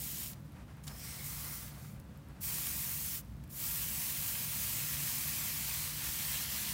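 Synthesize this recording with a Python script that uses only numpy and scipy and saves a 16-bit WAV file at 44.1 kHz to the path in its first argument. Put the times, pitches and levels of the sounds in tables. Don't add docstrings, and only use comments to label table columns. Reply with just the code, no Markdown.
import sys
import numpy as np
from scipy import signal
from scipy.fft import rfft, irfft, next_fast_len
from scipy.io import wavfile
from scipy.ndimage import uniform_filter1d

SR = 44100
rng = np.random.default_rng(int(sys.argv[2]) if len(sys.argv) > 2 else 0)


def wav_record(signal):
    frames = np.transpose(np.atleast_2d(signal))
    bounded = np.clip(frames, -1, 1)
    quanta = np.round(bounded * 32767).astype(np.int16)
    wavfile.write(sys.argv[1], SR, quanta)


N = 296969
TIME = np.arange(N) / SR


def gain_of(db):
    return 10 ** (np.asarray(db) / 20)


def unit_rms(x):
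    return x / np.sqrt(np.mean(x ** 2) + 1e-20)


def at_frequency(points, hz):
    point_hz, value = np.transpose(points)
    return np.interp(np.log(hz + 1), np.log(point_hz + 1), value)


def at_time(rows, t, column=1):
    rows = np.array(rows)
    return np.interp(t, rows[:, 0], rows[:, column])


def colour(x, spectrum):
    size = next_fast_len(N)
    response = gain_of(at_frequency(spectrum, np.fft.rfftfreq(size, 1 / SR)))
    return unit_rms(irfft(rfft(x, size) * response, size)[:N])


def resonance(hz, centre_hz, width_hz, peak_db):
    return peak_db / (1 + (2 * (hz - centre_hz) / width_hz) ** 2)


def wander(per_s):
    return unit_rms(np.interp(TIME * per_s, np.arange(8192), rng.standard_normal(8192)))


def swells(rows):
    return sum(height * np.exp(-((TIME - time_s) / half_s) ** 2) for time_s, half_s, height in rows)


# centre_hz, width_hz, peak_db
ROOM_MODES = [(57.5, 6.1, 9), (69, 7.9, 7), (89.6, 11, 3.5), (112.2, 3.4, 11), (140.2, 6.4, -2.5),
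              (144.7, 14.3, 9.5), (161, 5.3, -2.5), (193, 13, 1.5), (210, 13, 4), (238.6, 6.7, 7.5),
              (294, 8.5, 10), (305.6, 5.2, 12.5), (330.6, 3.8, 12), (500, 8, 4), (553, 4.9, 9.5)]
# frequency_hz, relative_db
RUMBLE_SPECTRUM = [(20, -41), (42, -14), (60, -3.5), (100, -6.5), (145, -3.5), (180, -6.5), (230, -12),
                   (300, -20.5), (380, -23), (520, -24), (1200, -28.5), (3000, -36.5), (7000, -43.5),
                   (16000, -44)]


def ventilation(level_db=-48.5):
    size = next_fast_len(N)
    hz = np.fft.rfftfreq(size, 1 / SR)
    modes_db = sum(resonance(hz, *mode) for mode in ROOM_MODES)
    drone = irfft(rfft(rng.standard_normal(size)) * gain_of(modes_db))
    return gain_of(level_db) * colour(drone[:N], RUMBLE_SPECTRUM)


# start_s, end_s, closing_s, lifting_s, boil_db, boil_db_per_s, steam_ratio_db, ratio_db_per_s
PRESSES = [(-.05, 0.354, .03, 0.081, -41.5, -9.5, -9.5, -4.5),
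           (0.816, 2.004, 0.25, 0.53, -46.5, 0, -7.5, -0.5), (1.21, 1.71, 0.051, 0.18, -51, 4, -19.5, 17),
           (2.402, 3.221, 0.035, 0.054, -38, -2.5, -10.5, -3),
           (3.487, 6.9, 0.17, .06, -37.5, -0.04, -12, 1.5)]
# time_s, half_length_s, change_db
SQUEEZES = [(.21, 0.032, 2.8), (1.75, 0.061, -5.5), (2.63, .06, 1), (2.8, .05, -0.5), (3.7, 0.1, 0.5),
            (3.88, 0.068, -1.3), (4.04, 0.054, 0.5), (4.47, 0.042, -0.5), (4.64, 0.067, 1.3),
            (5.08, 0.093, 1.4), (5.48, 0.044, -0.5), (5.94, 0.074, -3.5), (6.17, 0.03, 0.5),
            (6.33, 0.066, 0.9), (6.47, .03, -1.8)]


def pressing(steam_lag_s=0.05, steam_squeeze_share=0.74):
    boil, steam = np.zeros((2, N))
    for start, end, closing, lifting, boil_db, boil_slope, ratio_db, ratio_slope in PRESSES:
        age = np.clip(TIME - start, 0, end - start)
        area = np.clip(np.minimum(age / closing, (end - TIME) / lifting), 0, 1)
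        level = area * gain_of(boil_db + boil_slope * age)
        boil += level
        steam += level * gain_of(ratio_db + ratio_slope * age) * (1 - np.exp(-age / steam_lag_s))
    squeeze_db = swells(SQUEEZES)
    return boil * gain_of(squeeze_db), steam * gain_of(steam_squeeze_share * squeeze_db)


def bubbles(per_s, spread_db, smooth_share):
    sizes = gain_of(spread_db * np.minimum(rng.exponential(1, N), 5))
    bursts = sizes * rng.choice([-1., 1.], N) * (rng.random(N) < per_s / SR)
    return np.sqrt(1 - smooth_share) * unit_rms(bursts) + np.sqrt(smooth_share) * rng.standard_normal(N)


# frequency_hz, relative_db
FIZZ_SPECTRUM = [(1200, -30), (2600, -8), (4000, -6), (5200, -2.5), (7600, -0.5), (9500, -1.5),
                 (11500, -1.5), (13500, 2), (15600, 2.5), (16200, -8)]
STEAM_SPECTRUM = [(250, -37), (500, -8), (750, -7.5), (1000, -3), (1350, -5.5), (1900, 1.5), (2450, 2),
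                  (3300, 1.1), (4500, 1.5), (8000, -28)]
# time_s, cover_fraction
COVER = [(.8, 0), (.9, 1), (1.15, 0.46), (1.3, 0.9), (1.6, 1), (1.75, 0.44)]


def boiling(boil, steam, steam_db=-1.2, sputter_db=0.35, surge_db=0.35):
    cover = at_time(COVER, TIME)
    muffled = np.clip(2 * cover, 0, 1)
    crackle = bubbles(per_s=6000, spread_db=3.5, smooth_share=0.64)
    fizz = np.sqrt(1 - muffled) * crackle + np.sqrt(muffled) * rng.standard_normal(N)
    rush = bubbles(per_s=2200, spread_db=3, smooth_share=0.67)
    hiss = boil * colour(fizz, FIZZ_SPECTRUM) + gain_of(steam_db) * steam * colour(rush, STEAM_SPECTRUM)
    hiss *= gain_of(sputter_db * wander(220) + surge_db * wander(35))
    hz, t, spectra = signal.stft(hiss, SR, nperseg=512, noverlap=384)
    hz = hz[:, None]
    shape_db = bubble_size_db(hz, t, boil, steam) + pores_db(spectra.shape)
    shape_db += hollow_db(hz, at_time(COVER, t)) + gaps_db(hz, t)
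    spectra = spectra * gain_of(shape_db) * sponge_reflection(hz, t)
    return signal.istft(spectra, SR, nperseg=512, noverlap=384)[1][:N]


def bubble_size_db(hz, t, boil, steam, coarsening=0.71, neutral_db=-8):
    steam_ratio_db = 20 * np.log10(np.interp(t, TIME, (steam + 1e-9) / (boil + 1e-9)))
    fineness = np.clip(coarsening * (neutral_db - steam_ratio_db), -3, 3)
    return fineness * at_frequency([(1000, 0.61), (4500, -0.74), (11000, 0.45), (15500, 0.91)], hz)


def pores_db(shape, depth_db=1.2):
    slow_noise = uniform_filter1d(rng.standard_normal(shape), size=18, axis=1)
    return depth_db * unit_rms(uniform_filter1d(slow_noise, size=4, axis=0))


# time_s, relative_db
SPITS = [(.189, -31), (.283, -28), (.317, -31), (.522, -45), (.77, -49), (.878, -31), (2.0, -40),
         (2.175, -43), (2.287, -45), (2.586, -19), (2.671, -19), (2.731, -24), (2.845, -20), (2.895, -22),
         (3.122, -26), (3.25, -46), (3.444, -45), (3.478, -45), (5.279, -19), (5.741, -19), (6.439, -22)]


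def spits(boil, large_gain_db=2, small_gain_db=16, small_per_s=26, pitch_hz=12000, decay_s=0.00006):
    bursts = (rng.random(N) < small_per_s / SR) * rng.uniform(0.5, 1, N)
    bursts *= gain_of(small_gain_db) * boil
    for time_s, relative_db in SPITS:
        bursts[round(time_s * SR)] += gain_of(relative_db + large_gain_db)
    t = np.arange(-32, 33) / SR
    swing = np.sin(2 * np.pi * pitch_hz * t) * np.exp(-abs(t) / decay_s)
    return np.convolve(bursts, swing, "same")


# time_s, half_length_s, relative_db
RUBS = [(0.31, 0.1, -63), (0.593, 0.051, -61), (0.71, 0.022, -56), (0.778, .03, -62.5), (.915, 0.056, -58),
        (1.17, 0.071, -61.5), (1.487, 0.064, -58.5), (1.635, 0.046, -57.5), (1.796, 0.074, -57),
        (1.95, 0.048, -60.5), (2.137, .05, -63.5), (2.367, 0.11, -65), (3.19, .025, -65), (3.51, .06, -68)]
# frequency_hz, relative_db
RUB_SPECTRUM = [(250, -7), (600, 0), (1200, 1), (2200, -4.5), (3500, -13.5), (8000, -17), (16000, -26)]


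def handling(gain_db=-2, roughness_db=3.5):
    envelope = swells([(time_s, half_s, gain_of(db)) for time_s, half_s, db in RUBS])
    envelope *= gain_of(gain_db + roughness_db * wander(60))
    return envelope * colour(rng.standard_normal(N), RUB_SPECTRUM)


# time_s, level_db, decay_s, centre_hz
PUFFS = [(0.333, -48, 0.0036, 5500), (.838, -54, 0.018, 9000), (0.87, -48, 0.022, 7000),
         (0.88, -44.5, .0035, 4500), (1.681, -52, .006, 4000), (2.0, -60, .006, 7000),
         (2.671, -38.5, 0.0028, 3530), (3.439, -53.5, 0.0036, 3000), (3.502, -56, .012, 11000)]


def puffs(rise_s=0.0012):
    out, noise = np.zeros(N), rng.standard_normal(N)
    for time_s, level_db, decay_s, hz in PUFFS:
        envelope = np.exp(-np.maximum((time_s - TIME) / rise_s, (TIME - time_s) / decay_s))
        spectrum = [(hz / 12, -11), (hz / 2, -3), (hz, 0), (hz * 2, -8)]
        out += gain_of(level_db) * envelope * colour(noise, spectrum)
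    return out


def drying(prickle_db=-67, dry_s=0.17, tick_db=-42, ticks_per_s=30, drag_s=0.3):
    wetness = sum((TIME > end) * np.exp(-abs(TIME - end) / dry_s - lifting / drag_s)
                  for _, end, _, lifting, *_ in PRESSES)
    prickle = bubbles(per_s=900, spread_db=3, smooth_share=0.3)
    prickle = colour(prickle, [(1500, -40), (5000, 3), (11000, 0), (16000, 1.5)])
    impulses = 1. * (rng.random(N + 2) < ticks_per_s / SR)
    ticks = np.diff(impulses, n=2) / 2
    return gain_of(prickle_db) * wetness * prickle + gain_of(tick_db) * np.sqrt(wetness) * ticks


# centre_hz, width_hz, peak_db
HOLLOW_MODES = [(1200, 690, 8), (2720, 550, -4), (3220, 170, 3.5), (3700, 870, -4), (4100, 300, 1.5),
                (4940, 160, 1), (7000, 900, -1.5), (8300, 250, 1), (9900, 400, 2.5)]


def hollow_db(hz, cover, muffling_db=-1.1):
    modes_db = sum(resonance(hz, *mode) for mode in HOLLOW_MODES)
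    return cover * (muffling_db * (1 + hz / 9000) + modes_db)


# start_s, length_s, first_hz, last_hz, width_hz, peak_db
GAPS = [(0.86, 0.18, 5250, 5200, 420, 14), (.98, .32, 5300, 5150, 300, 3),
        (0.98, .23, 5700, 5700, 380, 7.5), (0.94, 0.44, 8350, 8400, 300, 8.5),
        (0.98, 0.71, 2200, 2030, 240, 8), (1.4, 0.29, 5550, 5500, 600, 3), (2.4, .95, 2140, 2900, 550, 3.5),
        (3.5, 3, 2840, 2250, 640, 4), (6.107, 1.1, 2730, 3200, 700, 2.5)]


def gaps_db(hz, t, skew=0.62):
    total_db = 0
    for start_s, length_s, first_hz, last_hz, width_hz, peak_db in GAPS:
        progress = np.clip((t - start_s) / length_s, 0, 1)
        opening = np.sin(np.pi * progress ** skew)
        centre_hz = first_hz + (last_hz - first_hz) * progress
        total_db += resonance(hz, centre_hz, width_hz, peak_db * opening)
    return total_db


# time_s, delay_s, amplitude_ratio
SPONGE_ECHO = [(1.6, 0.00076, 0.03), (1.72, 0.00073, 0), (1.85, 0.00081, 0.25), (2.0, .0011, .1),
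               (2.1, .0011, 0)]


def sponge_reflection(hz, t):
    delay_s = at_time(SPONGE_ECHO, t)
    strength = at_time(SPONGE_ECHO, t, column=2)
    return 1 + strength * np.exp(-2j * np.pi * hz * delay_s)


# frequency_hz, t60_s
REVERB_TIMES = [(200, 0.54), (2000, 0.36), (8000, 0.14), (16000, 0.11)]


def room(x, tail_db=-17, bench_db=-15, bench_delay_s=0.0043):
    hz, t, spectra = signal.stft(rng.standard_normal(SR // 2), SR, nperseg=256)
    decay = gain_of(-60 * t / at_frequency(REVERB_TIMES, hz)[:, None]) * (t > 0.004)
    response = signal.istft(spectra * decay, SR, nperseg=256)[1]
    tail = signal.fftconvolve(x, response / np.linalg.norm(response))[:N]
    bench = signal.lfilter([0.4], [1, -0.6], np.interp(TIME - bench_delay_s, TIME, x))
    return x + gain_of(bench_db) * bench + gain_of(tail_db) * tail


def scene():
    boil, steam = pressing()
    direct = boiling(boil, steam) + spits(boil) + puffs() + drying() + handling()
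    mono = room(direct) + ventilation()
    return np.array([mono, mono])


def record(dry):
    cutoff_hz = 15850
    low_pass = signal.firwin(611, cutoff_hz, window=("kaiser", 8), fs=SR)
    return signal.oaconvolve(dry, low_pass[None], "same", axes=1)


dry = scene()
out = record(dry)
wav_record(out)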